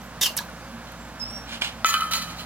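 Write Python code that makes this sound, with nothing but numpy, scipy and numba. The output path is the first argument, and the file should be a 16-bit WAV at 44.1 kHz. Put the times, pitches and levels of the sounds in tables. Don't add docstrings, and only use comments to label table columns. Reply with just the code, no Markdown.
import sys
import numpy as np
from scipy import signal
from scipy.fft import rfft, irfft
from scipy.io import wavfile
from numba import njit

SR = 44100
rng = np.random.default_rng(int(sys.argv[2]) if len(sys.argv) > 2 else 0)


def store_wav(level_fs):
    pcm = np.round(np.clip(np.atleast_2d(level_fs), -1, 1) * 32767)
    wavfile.write(sys.argv[1], SR, pcm.T.astype(np.int16))


def invert_db(level):
    return 10 ** (np.asarray(level, dtype=float) / 20)


N = 108045
TIME = np.arange(N) / SR
HZ = np.arange(N // 2 + 1) * SR / N


def rms_one(x):
    return x / np.sqrt(np.mean(x ** 2) + 1e-20)


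def in_time(rows):
    s, *columns = np.transpose(rows)
    return [np.interp(TIME, s, column) for column in columns]


def at_hz(points, hz):
    table_hz, value = np.array(points).T
    return np.interp(np.log(hz + 1), np.log(table_hz), value)


def colour(x, spectrum):
    inside = (HZ > spectrum[0][0]) & (HZ < spectrum[-1][0])
    return rms_one(irfft(rfft(x) * invert_db(at_hz(spectrum, HZ)) * inside, N))


def noise():
    return rng.standard_normal(N)


def drift(rate_hz):
    r = np.exp(-2 * np.pi * rate_hz / SR)
    wander = signal.lfilter([1], [1, -2 * r, r * r], rng.standard_normal(N + SR))
    return rms_one(wander[SR:])


def grit(rate_per_s, spread_db):
    sizes = invert_db(spread_db * np.minimum(rng.exponential(1, N), 4))
    signs = rng.choice([-1, 1], N)
    return rms_one(sizes * signs * (rng.random(N) < rate_per_s / SR))


def ring(x, hz, t60_s):
    r = invert_db(-60 / (max(t60_s, .0006) * SR))
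    turn = 2 * np.pi * hz / SR
    return signal.lfilter([0, np.sin(turn)], [1, -2 * r * np.cos(turn), r * r], x + 1e-18)


def click(s, cut_hz):
    x = np.zeros(N)
    x[int(s * SR)] = 1
    return signal.lfilter(*signal.butter(2, np.clip(cut_hz, 200, .45 * SR), fs=SR), x + 1e-18)


def strokes(rows):
    total = 0
    for start_s, rise_s, hold_s, fall_db_per_s, level_db in rows:
        rise = np.clip((TIME - start_s) / rise_s, 0, 1)
        falling_s = np.clip(TIME - start_s - rise_s - hold_s, 0, None)
        total = total + rise * invert_db(level_db - fall_db_per_s * falling_s)
    return total


@njit
def glide(x, r, c):
    y = np.zeros(len(x))
    for i in range(2, len(x)):
        push = (1 - r[i] ** 2) / 2 * (x[i] - x[i - 2])
        y[i] = push + 2 * r[i] * c[i] * y[i - 1] - r[i] ** 2 * y[i - 2]
    return y


def resonance(x, hz, width_hz):
    hz = np.clip(hz + np.zeros(N), 20, .47 * SR)
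    r = np.exp(-np.pi * (np.abs(width_hz) + np.zeros(N)) / SR)
    return glide(x, r, np.cos(2 * np.pi * hz / SR))


def noise_band(hz, width_hz):
    return rms_one(resonance(resonance(noise(), hz, width_hz), hz, width_hz))


def yard(x):
    t = np.arange(SR // 2) / SR
    fade = invert_db(-60 * t / 0.2) + invert_db(14.5 - 60 * t / 0.022)
    tail = rng.standard_normal((2, len(t))) * fade * (t > .001)
    tail = signal.lfilter(*signal.butter(1, [500, 13500], "band", fs=SR), tail)
    tail = tail / np.sqrt(np.sum(tail ** 2, axis=1, keepdims=True))
    return invert_db(-16.5) * signal.fftconvolve(x, tail, axes=1)[:, :N]


def place(x, pan_db, treble_pan_db, lag_samples, echo_db):
    turns = HZ / SR
    half = invert_db((pan_db + treble_pan_db * turns * 3) / 2)
    left, right = rfft(x * np.ones((2, 1)))
    left = left * half * np.exp(-2j * np.pi * turns * lag_samples)
    direct = irfft([left, right / half], N)
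    return direct + invert_db(echo_db) * yard(direct)


def machinery():
    # pitch_hz [Hz], width_hz [Hz], level_db [dB]
    hum_bands = [(58.9, 0.67, -50), (120.3, 15, -56), (171.3, 3.04, -50.5), (230.8, 11.8, -51.5)]
    hz, width_hz, level_db = hum_bands[0]
    phase = 2 * np.pi * np.cumsum(hz + width_hz * drift(0.89)) / SR
    hum = np.sqrt(2) * invert_db(level_db + drift(0.26)) * np.sin(phase)
    for hz, width_hz, level_db in hum_bands[1:]:
        hum = hum + invert_db(level_db) * noise_band(hz, width_hz)
    return hum


def outdoor_air():
    # pitch_hz [Hz], level_db [dB per Hz]
    rumble_spectrum = [(26, -43), (45, -8.5), (231, 0), (420, -15), (550, -35), (920, -120)]
    # pitch_hz [Hz], level_db [dB per Hz]
    air_spectrum = [(400, -15.5), (512, -0.5), (1030, -2), (1710, -4), (1900, -8.5), (6600, -18),
                    (9000, -23), (16400, -29.5)]
    # time_s [s], level_db [dB]
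    swell = [
        (0, -1.7),
        (.3, 0.8),
        (.75, -0.3),
        (1.0, -0.6),
        (1.4, -0.5),
        (1.8, 0.3),
        (2.45, 0),
    ]
    # pitch_hz [Hz], likeness [0-1]
    likeness = [(60, 0.93), (500, 0.98), (2000, 1), (6000, 0.38), (14000, 0.31)]

    def layer():
        rumble = invert_db(-46) * colour(noise(), rumble_spectrum)
        return rumble + invert_db(-42 + in_time(swell)[0]) * colour(noise(), air_spectrum)

    alike = np.clip(at_hz(likeness, HZ), 0, 1)
    mid = irfft(rfft(layer()) * np.sqrt((1 + alike) / 2), N)
    side = irfft(rfft(layer()) * np.sqrt((1 - alike) / 2), N)
    return mid + side * [[1], [-1]]


def wisps():
    # start_s [s], length_s [s], pitch_hz [Hz], width_hz [Hz], level_db [dB]
    puffs = [
        (0, 0.077, 13000, 900, -58.5),
        (0, .1, 7000, 2500, -63),
        (0.55, 0.083, 6260, 1500, -61),
        (0.615, 0.09, 4760, 60, -62),
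        (0.987, 0.11, 7560, 80, -61),
    ]
    total = 0
    for start_s, length_s, hz, width_hz, level_db in puffs:
        swell = np.sin(np.pi * np.clip((TIME - start_s) / length_s, 0, 1)) ** .5
        total = total + invert_db(level_db) * swell * noise_band(hz, width_hz)
    return total


def bubbles():
    # time_s [s], level_db [dB], pitch_hz [Hz], t60_s [s]
    pops = [(.017, -41.5, 6000, 0.021), (0.269, -44, 2870, 0.1), (.271, -27, 790, 0.03),
            (.287, -30, 1140, .03), (.305, -29, 624, 0.047), (.384, -32.5, 4075, 0.13),
            (0.388, -14, 13500, 0.0033), (0.39, -21.5, 1650, 0.032), (.405, -29, 950, 0.027),
            (.412, -35, 7200, .004), (.451, -34, 14900, .002), (0.486, -31.5, 1458, 0.05),
            (.5, -35, 10800, 0.00097), (.685, -41.5, 6160, .01), (.716, -38, 11500, .0015),
            (.92, -29.5, 12500, 0.001)]
    return sum(invert_db(db) * ring(click(s, 1.14 * hz), hz, t60_s) for s, db, hz, t60_s in pops)


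def steam_flash(path, overtones, spectrum, wall_db):
    level_db, hz = in_time(path)
    start_s, end_s = path[0][0], path[-1][0]
    steam = invert_db(level_db) * (TIME > start_s) * (TIME < end_s) * colour(grit(16000, 2), spectrum)
    out = 0.29 * steam + invert_db(wall_db) * resonance(steam, 6030, 210)
    steam = steam * np.clip((TIME - start_s) / 0.0092 - .4, 0.2, 1)
    for multiple, width, db in overtones:
        wavering_hz = multiple * hz * invert_db(0.15 * drift(110))
        out = out + invert_db(db) * resonance(steam, wavering_hz, width * multiple * hz)
    return out


def first_drop():
    # time_s [s], steam_db [dB], cavity_pitch_hz [Hz]
    path = [
        (.206, -53, 3730),
        (.213, -14, 3700),
        (.222, -22.5, 3480),
        (.235, -15, 3570),
        (.252, -20, 3180),
        (.266, -16.5, 3010),
        (.273, -23, 2820),
        (.285, -31, 2870),
        (.34, -50, 2860),
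    ]
    # multiple [of pitch], width [share of pitch], level_db [dB]
    overtones = [(1.0, 0.046, 14.5), (1.6, 0.4, 3), (.49, 0.096, -5.5)]
    # pitch_hz [Hz], level_db [dB per Hz]
    spectrum = [(240, -55), (400, -6.5), (1390, -11), (5500, -11.5), (8500, -12.5), (12500, -6.5),
                (15000, -8.5), (16500, -23)]
    return steam_flash(path, overtones, spectrum, wall_db=-9)


def second_drop():
    # time_s [s], steam_db [dB], cavity_pitch_hz [Hz]
    path = [
        (.362, -56, 13500),
        (.367, -20, 12200),
        (.372, -27, 8300),
        (.377, -22.5, 5930),
        (.382, -31, 4150),
        (.389, -25.5, 4000),
        (.394, -41, 3950),
        (.41, -41.5, 4150),
        (.44, -55, 4100),
    ]
    # multiple [of pitch], width [share of pitch], level_db [dB]
    overtones = [(1.0, 0.19, 10.5), (1.45, 0.12, 1.6)]
    # pitch_hz [Hz], level_db [dB per Hz]
    spectrum = [(530, -41), (900, -7), (4000, -11.5), (8000, -11), (12500, -7.5), (16500, -6.5)]
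    return steam_flash(path, overtones, spectrum, wall_db=-60)


def scuffs():
    # start_s [s], rise_s [s], hold_s [s], fall_db_per_s [dB/s], level_db [dB]
    slides = [
        (0.854, 0.027, 0.028, 302, -47.5),
        (1.47, 0.012, 0.073, 400, -40),
        (1.611, 0.0082, 0.0056, 900, -25.5),
        (1.628, 0.012, 0.026, 332, -32),
        (2.27, 0.024, 0.029, 150, -46.5),
        (2.384, 0.0078, 0.0068, 398, -39),
    ]
    # pitch_hz [Hz], level_db [dB per Hz]
    gravel_spectrum = [(600, -9.5), (1150, -9), (2000, -6), (3000, 0.5), (4500, -7.5), (16500, -33)]
    gravel = strokes(slides) * invert_db(2.9 * drift(45)) * colour(grit(4000, 0.4), gravel_spectrum)
    return gravel + invert_db(-6) * ring(click(1.6205, 6600), 3040, 0.0055)


def squeak():
    # [dB, lifts the upper partials]
    course = [
        (1.195, 5490, -53, 1),
        (1.21, 5160, -42, -5),
        (1.256, 5284, -45.5, -14),
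        (1.282, 5370, -51, 12),
        (1.31, 5530, -47, 8),
        (1.345, 5594, -44.5, 0),
        (1.38, 5510, -43, 3),
        (1.412, 5560, -55, -3),
        (1.49, 5680, -67, -20),
    ]
    # multiple [of pitch], level_db [dB], strain_share [share of the strain]
    partials = [(.5, -11.5, -0.59), (1.0, 7.5, 0.087), (1.5, -19, 0.91), (2.0, -22.5, 0.4),
                (2.5, -20.5, 0.22)]
    hz, level_db, strain_db = in_time(course)
    phase = 2 * np.pi * np.cumsum(hz * (1 + 0.005 * drift(100))) / SR
    tone = 0
    for multiple, db, share in partials:
        flutter_db = 2 * drift(38)
        tone = tone + invert_db(db + strain_db * share + flutter_db) * np.sin(multiple * phase)
    sounding = (TIME > course[0][0]) * (TIME < course[-1][0])
    snap = invert_db(-33) * ring(click(1.2, 12000), 6400, 0.0036)
    return np.sqrt(2) * invert_db(level_db) * tone * sounding + snap


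def rocking_ring(x, hz, t60_s):
    width_hz = np.log(1000) / (np.pi * t60_s)
    return resonance(x, hz * invert_db(.03 * drift(25)), width_hz) * SR / (2 * np.pi * width_hz)


def rim(taps, grains, held):
    # pitch_hz [Hz], level_db [dB]
    strong_modes = [(5950, -3), (6895, 9.5), (7830, -15), (11350, -3), (13000, -13)]
    crowd_hz = np.linspace(3500, 15800, 24) * rng.uniform(.97, 1.0, 24)
    modes = [(hz, db, -17) for hz, db in strong_modes]
    modes += [(hz, -16.5, -6) for hz in crowd_hz]
    late = TIME > 1.912
    out = 0
    for hz, db, muted_db in modes:
        struck = invert_db(-41 + rng.normal(0, 5, len(taps))) @ taps
        rubbed = invert_db(-22 + muted_db * late + 6 * held + 4.5 * drift(14)) * grains
        push = struck * invert_db(muted_db * late / 2) + rubbed
        out = out + invert_db(db) * ring(push, hz, 0.033 * rng.uniform(0.2, 1))
    return out


def cup():
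    # time_s [s], level_db [dB], tilt [0 flat - 1 tilted], contact_cut_hz [Hz]
    knocks = [(1.846, -7, 0, 4000), (1.8935, -24, 0.3, 5000), (1.9413, -12.5, 1, 5370),
              (1.9988, -15, 0.13, 1500), (2.008, -24, 0.78, 12000), (2.02, -14, 0.16, 1500),
              (2.111, -26.5, 0.05, 12900), (2.1214, -42, 0.7, 5100), (2.1369, -28, 0.47, 13000),
              (2.156, -39, 0.9, 4960), (2.173, -43, 0.1, 5980), (2.216, -34, 0.46, 12200),
              (2.277, -31.5, 0.65, 1970)]
    # start_s [s], rise_s [s], hold_s [s], fall_db_per_s [dB/s], level_db [dB]
    scrapes = [(1.853, 0.004, 0.01, 206, -27), (1.882, 0.0098, 0.006, 303, -30.5),
               (1.925, 0.0099, 0.018, 497, -30), (1.955, 0.017, 0.065, 300, -42),
               (2.008, 0.0019, 0.033, 113, -46.5), (2.112, 0.00087, .002, 900, -31),
               (2.116, 0.0055, .003, 900, -26.5), (2.134, 0.00088, 0.0032, 346, -23.5),
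               (2.152, .003, 0.033, 298, -36), (2.218, 0.00076, 0.002, 306, -36),
               (2.25, 0.038, 0.031, 254, -46.5), (2.36, 0.024, 0.024, 199, -43.5)]
    # pitch_hz [Hz], flat_db [dB], tilted_db [dB], scraped_db [dB], t60_s [s]
    modes = [(1135, -31, -16, -11.5, 0.18), (1258, -49, -3.5, -10, 0.38), (1321, 0.5, -43, 6, 0.1),
             (1364, -38, -5.5, -17, 0.32), (1552, -47, -14, -20, 0.29), (1762, -43, -13.5, -7, 0.17),
             (2015, -13, -14, -0.5, 0.08), (2337, -16, -19, -7.5, 0.16), (2505, -22, -14.5, -12, 0.22),
             (3004, -11, 2.5, 4, 0.065), (3083, -41, -9.5, 1.5, 0.19), (3993, -22, -23, 5, 0.037),
             (4080, -19, -31, -5, 0.1), (5100, -40, -41, -36, 0.097)]
    taps = np.array([invert_db(db) * click(s, cut_hz) for s, db, tilt, cut_hz in knocks])
    all_taps = sum(taps)
    tilted = sum(tap * knock[2] for tap, knock in zip(taps, knocks))
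    flat = all_taps - tilted

    grains = strokes(scrapes) * grit(6000, 3.0)
    out = invert_db(1) * signal.lfilter(*signal.butter(1, [1700, 4400], "band", fs=SR), grains)
    held = TIME > 2.1
    out += invert_db(12) * resonance(grains * held, 4045 * invert_db(.2 * drift(37)), 210)
    grains = grains * invert_db(-7.5 * held)
    out += rim(taps, grains, held) + invert_db(13) * taps[0]
    for hz, flat_db, tilted_db, scraped_db, t60_s in modes:
        struck = invert_db(flat_db) * flat + invert_db(tilted_db) * tilted
        rubbed = invert_db(scraped_db + 4 - 32.5) * grains * invert_db(1.9 * drift(40))
        out += rocking_ring(struck + rubbed, hz, t60_s)

    t = np.arange(SR // 10) / SR
    burst = rng.standard_normal(len(t)) * invert_db(-60 * t / 0.0075)
    crack = signal.fftconvolve(all_taps, burst)[:N]
    crack = signal.sosfilt(signal.butter(2, 1300, "high", fs=SR, output="sos"), crack)
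    steel = signal.sosfilt(signal.butter(4, 850, "high", fs=SR, output="sos"), out + invert_db(3.5) * crack)
    thud = invert_db(-11) * ring(taps[0], 745, 0.0082)
    return steel + thud


def scene():
    background = machinery() + outdoor_air()
    water = first_drop() + second_drop() + bubbles() + wisps()
    out = place(background, pan_db=-2, treble_pan_db=-2.5, lag_samples=3, echo_db=-72)
    out += place(water, pan_db=0, treble_pan_db=-5.5, lag_samples=0.2, echo_db=10)
    out += place(scuffs() + squeak(), pan_db=-0.5, treble_pan_db=-11.5, lag_samples=5, echo_db=10.5)
    return out + place(cup(), pan_db=-0.9, treble_pan_db=-8, lag_samples=3.5, echo_db=7.5)


def roll_off(x):
    return signal.sosfilt(signal.butter(12, 16640, fs=SR, output="sos"), x)


def record(dry):
    duck_from_db, duck_share, recover_db_per_s = -8, .8, 30
    level_db = 20 * np.log10(np.abs(dry).max(axis=0) + 1e-9)
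    over_db = np.maximum(level_db - duck_from_db, 0) * duck_share
    recovery_db = recover_db_per_s * TIME
    duck_db = np.maximum.accumulate(over_db + recovery_db) - recovery_db
    ducked = dry * invert_db(-signal.lfilter([.01], [1, -.99], duck_db))
    softened = 1.2 * np.tanh(ducked / 1.2)
    mix = signal.sosfilt(signal.cheby2(18, 60, 16500, fs=SR, output="sos"), softened)
    return roll_off(mix)


dry = scene()
out = record(dry)
store_wav(out)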